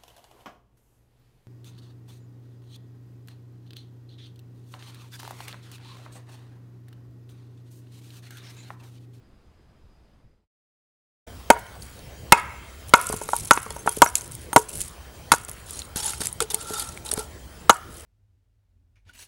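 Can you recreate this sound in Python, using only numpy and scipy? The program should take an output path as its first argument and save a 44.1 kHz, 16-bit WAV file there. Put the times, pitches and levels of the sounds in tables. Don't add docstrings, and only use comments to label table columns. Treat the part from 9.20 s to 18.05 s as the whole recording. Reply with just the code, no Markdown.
import sys
import numpy as np
from scipy import signal
from scipy.io import wavfile
from scipy.ndimage import uniform_filter1d

SR = 44100
rng = np.random.default_rng(int(sys.argv[2]) if len(sys.argv) > 2 else 0)


def inscribe(sig):
    pcm = np.round(np.clip(np.atleast_2d(sig).T, -1, 1) * 32767)
    wavfile.write(sys.argv[1], SR, pcm.astype(np.int16))


N = 390285
T = np.arange(N) / SR
COARSE = T[::16]

# (per Hz, relative)
LAWN_SPECTRUM = [(12, -29), (20, 1), (40, -1.5), (542, -22.5), (590, -23), (780, -26), (4060, -40),
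                 (4940, -39), (5530, -44), (12800, -53), (16000, -59)]
# time_s, level_db
LAWN_FADE = [(0, 0.5), (.92, -0.5), (1.05, -4), (1.15, -8.5), (1.24, -17), (1.3, -58)]
# (per Hz, relative)
YARD_SPECTRUM = [(12, -65), (20, -45), (70, 6.5), (154, -4), (293, -11), (337, -7), (574, -10.5),
                 (2530, -21), (3070, -24), (3440, -22.5), (9950, -26.5), (14700, -34.5), (16000, -35)]
# start_s, thud_db, thud_t60_s, crack_db, beam_db (lower modes), spot_octaves (above SPOT_HZ),
# upper_db (upper modes), rattle_db, echo_db, thud_tilt_db_per_octave (about 1 kHz)
BLOWS = [(2.302, 10.5, 0.024, 3, 4.5, 1.02, -12, -21, -29, -1.5),
         (3.122, 12, .024, 12, 5.5, 1.2, 5, -20, -25, -0.5),
         (3.737, 9.5, 0.022, 3.5, 7, 1.5, -4, -20, -25.5, 0.9),
         (4.309, 6.5, 0.023, 4, 6, 1.68, -11.5, -11.5, -28, 0.5),
         (4.819, 6, 0.031, 2, 8, 1.25, -10.5, -10, -29.5, -2),
         (5.361, 4.5, 0.04, -0.5, 4.5, 0.76, -29, -9, -36.5, -2.5),
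         (6.118, -10, 0.059, -3, 0.5, 1.45, -9, -12.5, -29, 0),
         (8.495, 7.5, 0.033, -1.5, 5.5, 1.59, -15, -14, -31.5, 1.5)]
# (per Hz, relative)
THUD_SPECTRUM = [(35, -58.5), (130, -7.5), (618, -5), (928, 2), (1390, -3), (1910, -14.5), (2300, -16),
                 (2570, -26), (2870, -18), (5000, -30), (6500, -20), (11000, -120)]
# hz, level_db, t60_s
BEAM_MODES = [(202, 17, 0.021), (434, 0.5, 0.17), (561, 3, 0.028), (842.4, -2.5, 0.052), (943, -0.5, 0.094),
              (1138, -13.5, 0.084), (1358, 4, 0.029), (1455, -10, 0.11), (1863, -5, 0.024), (2151, 0, 0.05),
              (2540, -8.5, 0.087), (2673, -5.5, 0.037), (2950, -10, 0.013), (3850, -26, 0.036)]
# hz, level_db, t60_s
STEEL_MODES = [(6620, -4, 0.011), (7600, -15.5, .011), (7470, -4.5, 0.0093)]
# hz, t60_s
WALL_DECAY = [(200, 0.078), (900, 0.54), (2700, 1), (3600, 0.4), (10000, 0.064)]
# start_s, swell_s, peak_db, t60_s
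SPILLS = [(2.32, 0.012, -37, 0.074), (2.37, 0.03, -44.5, .07), (2.608, .008, -50, 0.73),
          (3.14, 0.011, -40, 0.13), (3.175, 0.0078, -40.5, 0.23), (3.67, .03, -49, .05),
          (3.75, 0.012, -33, 0.67), (3.82, 0.077, -32, 0.077), (3.922, .008, -27, 0.089),
          (3.95, 0.022, -41, 1.7), (4.08, 0.093, -33.5, 0.68), (4.32, .02, -32.5, 0.52),
          (4.499, 0.0034, -41.5, 0.49), (4.661, 0.025, -32.5, 0.084), (4.71, 0.067, -36.5, 0.16),
          (4.83, 0.011, -32, 0.39), (4.96, .01, -29.5, 0.29), (5.11, 0.013, -44, 0.64),
          (5.375, 0.014, -27, 0.19), (5.485, 0.011, -33, 0.22), (5.53, 0.092, -30.5, 0.25),
          (6.13, 0.0086, -31.5, 0.25), (6.281, 0.0038, -42.5, 0.45), (8.509, 0.0076, -33.5, 0.17),
          (8.7, 0.11, -46, 0.14)]
# (per Hz, relative)
GRIT_SPECTRUM = [(1180, -48), (2000, -15), (2200, -10), (2380, -13), (3060, -13), (3840, -12.5),
                 (4860, -12), (9660, 0.5), (11000, -3), (16000, -35.5)]
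# start_s, thud_db, crack_db, beam_db, spot_octaves (above SPOT_HZ)
KNOCKS = [(2.365, -45, -44, -20.5, 0.9), (3.899, -20, -34, -22.5, -0.2), (3.927, -13.5, -26, -29, 0.8),
          (3.939, -18.5, -33, -26.5, -0.4), (4.015, -22, -37, -25, 0.5), (4.089, -16.5, -17, -30, .4),
          (4.133, -15, -21, -10, 1.16), (4.374, -6.5, -39, -2, 2.7), (4.463, -21, -30, -32, -0.3),
          (4.505, -40, -14.5, -26, 0.57), (4.563, -21.5, -42, -27.5, 0.9), (4.661, -22, -43, -22.5, -0.1),
          (4.675, -10, -29, -9, 1.5), (4.772, -36, -34, -25.5, -0.27), (4.862, -10, -39, -10.5, 1.8),
          (5.33, -12, -14, -22, 0.9), (6.137, -2, -9, -17, 3), (6.287, -23.5, -24, -35, 3.5),
          (6.76, -41, -14, -30, -0.5), (6.934, -31, -20, -17, 2.5), (7.004, -26, -25, -31.5, -0.6),
          (7.017, -17, -14, -30, 1.7), (7.204, -37, -1, -14.5, 1.86), (7.307, -44, -19, -39, 3.5),
          (7.342, -47, -21, -35.5, -0.5), (7.505, -40, -32, -22, -0.17), (7.93, -37, -30, -27.5, 0.1),
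          (7.976, -17, -22, -19.5, -0.25)]
# start_s, level_db, pitch_hz
CHIPS = [(2.389, -37, 8630), (2.4663, -41, 3060), (2.5538, -43, 3050), (2.6226, -38, 4570),
         (2.6445, -47, 10200), (2.792, -41, 4300), (3.694, -30, 8700), (3.8136, -18, 9700),
         (3.8691, -17, 7960), (3.8896, -26, 8740), (3.9645, -25, 10800), (4.035, -25.5, 10000),
         (4.165, -19, 9600), (4.248, -31, 10000), (4.6925, -17, 9800), (4.728, -29, 10500),
         (4.7677, -24, 9900), (4.788, -28, 8500), (4.9543, -1.5, 6880), (5.01, -29, 6360),
         (5.0776, -33, 9440), (5.1197, -31.5, 8700), (5.1513, -27, 9500), (5.4896, -31, 8800),
         (5.61, -21, 9300), (6.249, -31, 8000), (6.2951, -27, 11700), (6.3146, -35, 10500),
         (6.5083, -29, 8800), (6.592, -25, 6700), (6.619, -28, 4080), (6.779, -25.5, 6700),
         (6.845, -21, 7100), (7.0568, -18.5, 8900), (7.07, -15, 7660), (7.128, -30.5, 9400),
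         (7.226, -37, 7850), (7.3449, -9.5, 8840), (7.5963, -21, 9200), (7.6898, -28, 5700),
         (7.7747, -30, 2250), (7.89, -28.5, 3900), (7.938, -14.5, 9100), (7.9927, -23, 9360),
         (8.5675, -31, 7860), (8.758, -46, 4260)]
# start_s, level_db, pitch_hz, t60_s, overtones_db
SHARDS = [(3.902, -42, 4700, .07, -12), (4.134, -33, 6650, .033, -8), (4.507, -36, 3340, 0.052, -6),
          (4.565, -38, 6350, 0.022, 0), (4.593, -41, 6350, 0.1, -5), (4.682, -39, 3270, 0.23, -25),
          (4.692, -37, 6300, .06, -10), (4.844, -30, 7900, .03, 4), (4.846, -41, 5840, .05, -12),
          (4.872, -26, 5800, 0.055, -11), (5.330, -35, 6460, .1, -12), (5.332, -23, 9000, 0.056, -11),
          (6.54, -43, 4140, .12, -10), (6.81, -34, 5460, 0.075, -8)]
# pitch_multiple, level_db
SHARD_OVERTONES = [(1.28, 0.5), (1.58, 1), (2.02, -5.5)]
# start_s, swell_s, rasp_db, t60_s, beam_db, spot_octaves (above SPOT_HZ)
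PUSHES = [(6.459, 0.14, -41, 0.26, -62, .5), (6.758, 0.0044, -28, 0.79, -38, 0.85),
          (6.83, 0.047, -26, 0.32, -43.5, 0.77), (7.005, 0.007, -24, 0.12, -39, 0.3),
          (7.035, 0.021, -32.5, 0.23, -68, .5), (7.21, 0.014, -25, 0.065, -19.5, 0.23),
          (7.302, 0.011, -22.5, 0.038, -33, 0.41), (7.334, .008, -36, 0.17, -31.5, 0.49),
          (7.382, 0.21, -37, 0.69, -42.5, 1.74), (7.488, .11, -29.5, .35, -39.5, 1.5),
          (7.85, 0.049, -36.5, 0.044, -48, 1.04), (7.913, 0.0024, -25.5, 0.097, -43.5, 0.57),
          (7.955, 0.056, -37, 0.18, -40, 1.44)]
# (per Hz, relative)
RUB_SPECTRUM = [(940, -7.5), (1600, -5), (2330, -9.5), (3700, -4), (4110, -3.5), (6050, -5), (6850, -3.5),
                (8890, 1), (10400, -0.5), (16000, -28.5)]
# hz, filter_width_hz, level_db
BRICK_BANDS = [(3650, 61, 10), (4680, 17, -20), (5900, 78, 2.5), (6700, 110, 15), (7860, 100, -8),
               (8800, 100, 10), (10200, 150, 14)]
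# hz, filter_width_hz
SHAKEN_MODES = [(436, 33), (865, 110), (1350, 100)]

LAWN_DB, YARD_DB, HUM_DB = -54, -44.5, -48.5
YARD_START = 2.066
SPOT_HZ, SPOT_FALL_DB = 430, 19
UPPER_HZ, KNOCK_UPPER_DB = 1800, -11.5
KNOCK_T60 = 0.015
RING_ECHO_DB = -2.5
SWELL_DB = -5
DUCK_FROM_DB, DUCK_SHARE = -12, 0.22
DETECTOR_FALL_DB_PER_S = 27.5
EDGE_HZ = 16000


def gain_of(db):
    return 10 ** (np.asarray(db) / 20)


def evened(x):
    return x / np.sqrt(np.mean(x ** 2) + 1e-20)


def read(points, hz):
    f, value = np.transpose(points)
    return np.interp(np.log(hz + 1), np.log(f + 1), value)


def air(points, patchy_db, gust_db):
    frames, hz = N // 256 + 5, np.fft.rfftfreq(1024, 1 / SR)
    real, imaginary, patches = rng.standard_normal((frames, 513, 3)).T
    across_pitch = uniform_filter1d(patches, 10, 0)
    patches = evened(uniform_filter1d(across_pitch, 12, 1))
    gusts = evened(uniform_filter1d(rng.standard_normal(frames), 14))
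    bass_gusts = gusts / (1 + (hz[:, None] / 250) ** 2)
    level_db = read(points, hz)[:, None] + patchy_db * patches + gust_db * bass_gusts
    spectra = (real + 1j * imaginary) * gain_of(level_db)
    return evened(signal.istft(spectra, nperseg=1024, noverlap=768)[1][:N])


def narrow(hz, width):
    r = np.exp(-np.pi * width / SR)
    slow = rng.standard_normal(N) + 1j * rng.standard_normal(N)
    for _ in range(2):
        slow = signal.lfilter([1 - r], [1, -r], slow)
    return evened((slow * np.exp(2j * np.pi * hz * T)).real)


def lawn():
    breeze = gain_of(LAWN_DB) * air(LAWN_SPECTRUM, 0.99, 3.4)
    trill = gain_of(-82.5) * narrow(4947, 70)
    return (breeze + trill) * gain_of(np.interp(T, *np.transpose(LAWN_FADE), right=-200))


def yard():
    wash = gain_of(YARD_DB) * air(YARD_SPECTRUM, 2.7, 0)
    hum = gain_of(HUM_DB) * narrow(66, 21.5)
    insects = gain_of(-65) * narrow(3130, 123) + gain_of(-71) * narrow(4750, 96.7)
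    whine = gain_of(-60) * np.sin(2 * np.pi * 15670.3 * T)
    return (wash + hum + insects + whine) * np.clip((T - YARD_START) / 0.0089, 0, 1)


def coloured(x, points):
    level_db = read(points, abs(np.fft.fftfreq(4096, 1 / SR)))
    log_gain = np.log(gain_of(np.maximum(level_db, -90)))
    taps = np.fft.ifft(np.exp(np.conj(signal.hilbert(log_gain)))).real[:2048]
    return evened(signal.oaconvolve(x, taps)[:len(x)])


def ring(modes, t, spread_db, flutter_db=0):
    hz, db, t60 = np.transpose(modes)[:, :, None]
    share, phase = rng.standard_normal((len(hz), 1)), rng.random((len(hz), 1))
    flutter = evened(uniform_filter1d(rng.standard_normal((len(hz), len(t))), size=220, axis=1))
    flutter = flutter_db * flutter * np.minimum(t / 0.03, 1)
    level_db = db + spread_db * share - 60 * t / t60 + flutter
    return (gain_of(level_db) * np.sin(2 * np.pi * (hz * t + phase))).sum(0)


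def reach_db(hz, spot):
    return -SPOT_FALL_DB * (np.log2(hz / SPOT_HZ) - spot) ** 2


def hit(thud_db, thud_t60, crack_db, beam_db, spot, upper_db, tilt_db=0):
    t = np.arange(round(.3 * SR)) / SR
    noise = rng.standard_normal((2, len(t)))
    tilted = [(hz, db + tilt_db * np.clip(np.log2(hz / 1e3), -2, 2)) for hz, db in THUD_SPECTRUM]
    thud = coloured(noise[0], tilted) * gain_of(thud_db - 60 * t / thud_t60)
    thud *= 1 - np.exp(-t / 0.00043)
    crack = coloured(noise[1], RUB_SPECTRUM) * gain_of(crack_db - 60 * t / (0.52 * thud_t60))
    driven = []
    for hz, db, t60 in BEAM_MODES:
        drive_db = upper_db if hz > UPPER_HZ else beam_db + reach_db(hz, spot)
        driven.append((hz, db + drive_db, t60))
    pressed = 0.34 + 1.14 * np.exp(-t / 0.0032)
    rings = pressed * ring(driven, t, 1, 4)
    return np.array([thud + crack, rings]) * (1 - np.exp(-t / 0.001))


def add(mix, s, sound):
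    part = mix[round(s * SR):][:len(sound)]
    part += sound[:len(part)]


def rattle(db):
    out, t = np.zeros(4000), np.arange(1200) / SR
    for s in np.cumsum([0, *rng.uniform(0.0025, 0.011, size=3)]):
        chatter = ring(STEEL_MODES, t, 7.6) * (1 - np.exp(-(t / 0.00015) ** 2))
        add(out, s + 0.01, gain_of(db - 610 * s) * chatter)
    return out


def walls(x):
    taps = np.zeros(SR)
    at = np.arange(400, SR - 20, 20)
    taps[at + rng.integers(0, 20, len(at))] = rng.choice([-1., 1.], len(at))
    hz, t, z = signal.stft(taps, SR, nperseg=256)
    arrival = 1 + 0.81 * np.exp(-((t - .062) / 0.015) ** 2)
    decay = gain_of(-60 * t / read(WALL_DECAY, hz)[:, None])
    tail = signal.istft(z * arrival * decay, SR, nperseg=256)[1]
    return signal.oaconvolve(x, tail / np.linalg.norm(tail))[:N]


def swell(start, rise, db, t60):
    u = COARSE - start
    growth_db = SWELL_DB * (1 - u / max(rise, 1e-3))
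    decay_db = -60 * (u - rise) / max(t60, 1e-2)
    level_db = db + np.where(u < rise, growth_db, decay_db)
    return np.where(u > 0, gain_of(np.minimum(level_db, 0)), 0)


def together(gains):
    return np.interp(T, COARSE, np.sqrt(sum(g ** 2 for g in gains)))


def grains(points, per_s, cycles, spread_db, hiss):
    clumps = gain_of(7.6 * evened(uniform_filter1d(rng.standard_normal(N), 260)))
    arrives = rng.random(N) < clumps * per_s / SR
    size = gain_of(spread_db * np.minimum(rng.exponential(1, N), 4.5)) * arrives
    kind, t, out = rng.integers(0, 24, N), np.arange(700) / SR, np.zeros(N)
    for k, hz in enumerate(np.geomspace(2500, 14500, num=24)):
        grain = np.sin(2 * np.pi * hz * t) * np.exp(-t * hz / cycles) * gain_of(read(points, hz))
        out += signal.oaconvolve(size * (kind == k), grain * hz / 8000)[:N]
    fine = np.sqrt(clumps) * coloured(rng.standard_normal(N), points)
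    return evened(evened(out) + hiss * fine)


def debris():
    return grains(GRIT_SPECTRUM, 900, 5.4, 3.5, 0.72) * together(swell(*row) for row in SPILLS)


def knock(thud_db, crack_db, beam_db, spot):
    upper_db = beam_db + KNOCK_UPPER_DB + reach_db(UPPER_HZ, spot)
    return hit(thud_db, KNOCK_T60, crack_db, beam_db, spot, upper_db).sum(0)


def chip(db, hz):
    t = np.arange(1200) / SR
    tone = ring([(hz, 0, .011), (min(1.43 * hz, 15000), -7, .005), (0.88 * hz, -10, .006)], t, 3.6)
    click = coloured(rng.standard_normal(len(t)), GRIT_SPECTRUM) * gain_of(-5 - 60 * t / 0.016)
    return gain_of(db) * (1.23 * tone + click)


def shard(db, hz, t60, overtones_db):
    modes = [(hz, 0, t60)]
    for multiple, mode_db in SHARD_OVERTONES:
        modes.append((min(multiple * hz, 15000), overtones_db + mode_db, t60))
    return gain_of(db) * ring(modes, np.arange(6000) / SR, 1.5, 3.0)


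def drag():
    slips = gain_of(0.95 * evened(uniform_filter1d(rng.standard_normal(N), 400)))
    bands = evened(sum(gain_of(db) * narrow(hz, width) for hz, width, db in BRICK_BANDS))
    rasp = grains(RUB_SPECTRUM, 1500, 32.0, 4.3, 0.77)
    out = (rasp + 0.22 * bands * slips) * together(swell(*row[:4]) for row in PUSHES)
    for hz, width in SHAKEN_MODES:
        shaken = together(swell(s, rise, db + reach_db(hz, spot), t60)
                          for s, rise, _, t60, db, spot in PUSHES)
        out += narrow(hz, width) * slips * shaken
    return out


def scene():
    near, to_walls = debris() + drag(), np.zeros(N)
    for s, *row, rattle_db, echo_db, tilt_db in BLOWS:
        clay, beam = hit(*row, tilt_db)
        add(near, s, clay + beam)
        add(near, s, rattle(rattle_db))
        add(to_walls, s, gain_of(echo_db) * (clay + gain_of(RING_ECHO_DB) * beam))
    for s, *row in KNOCKS:
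        chunk = knock(*row)
        add(near, s, chunk)
        add(to_walls, s, gain_of(-33) * chunk)
    for s, *row in CHIPS:
        add(near, s, chip(*row))
    for s, *row in SHARDS:
        add(near, s, shard(*row))
    return (near + walls(to_walls) + lawn() + yard())[None]


def record(dry):
    power = uniform_filter1d(np.clip(dry[0], -1, 1) ** 2, size=400)
    power_db = 10 * np.log10(power + 1e-12)
    fall = T * DETECTOR_FALL_DB_PER_S
    held_db = np.maximum.accumulate(power_db + fall) - fall
    over_db = np.maximum(held_db - DUCK_FROM_DB, 0)
    late_db = uniform_filter1d(over_db, size=901, origin=450)
    late_db = np.concatenate([np.zeros(500), late_db[:-500]])
    clipped = np.clip(dry / gain_of(DUCK_SHARE * late_db), -1, 1)
    band_limit = signal.firwin(511, EDGE_HZ, window=("kaiser", 9), fs=SR)
    return signal.oaconvolve(clipped, band_limit[None], "same")


dry = scene()
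out = record(dry)
inscribe(out)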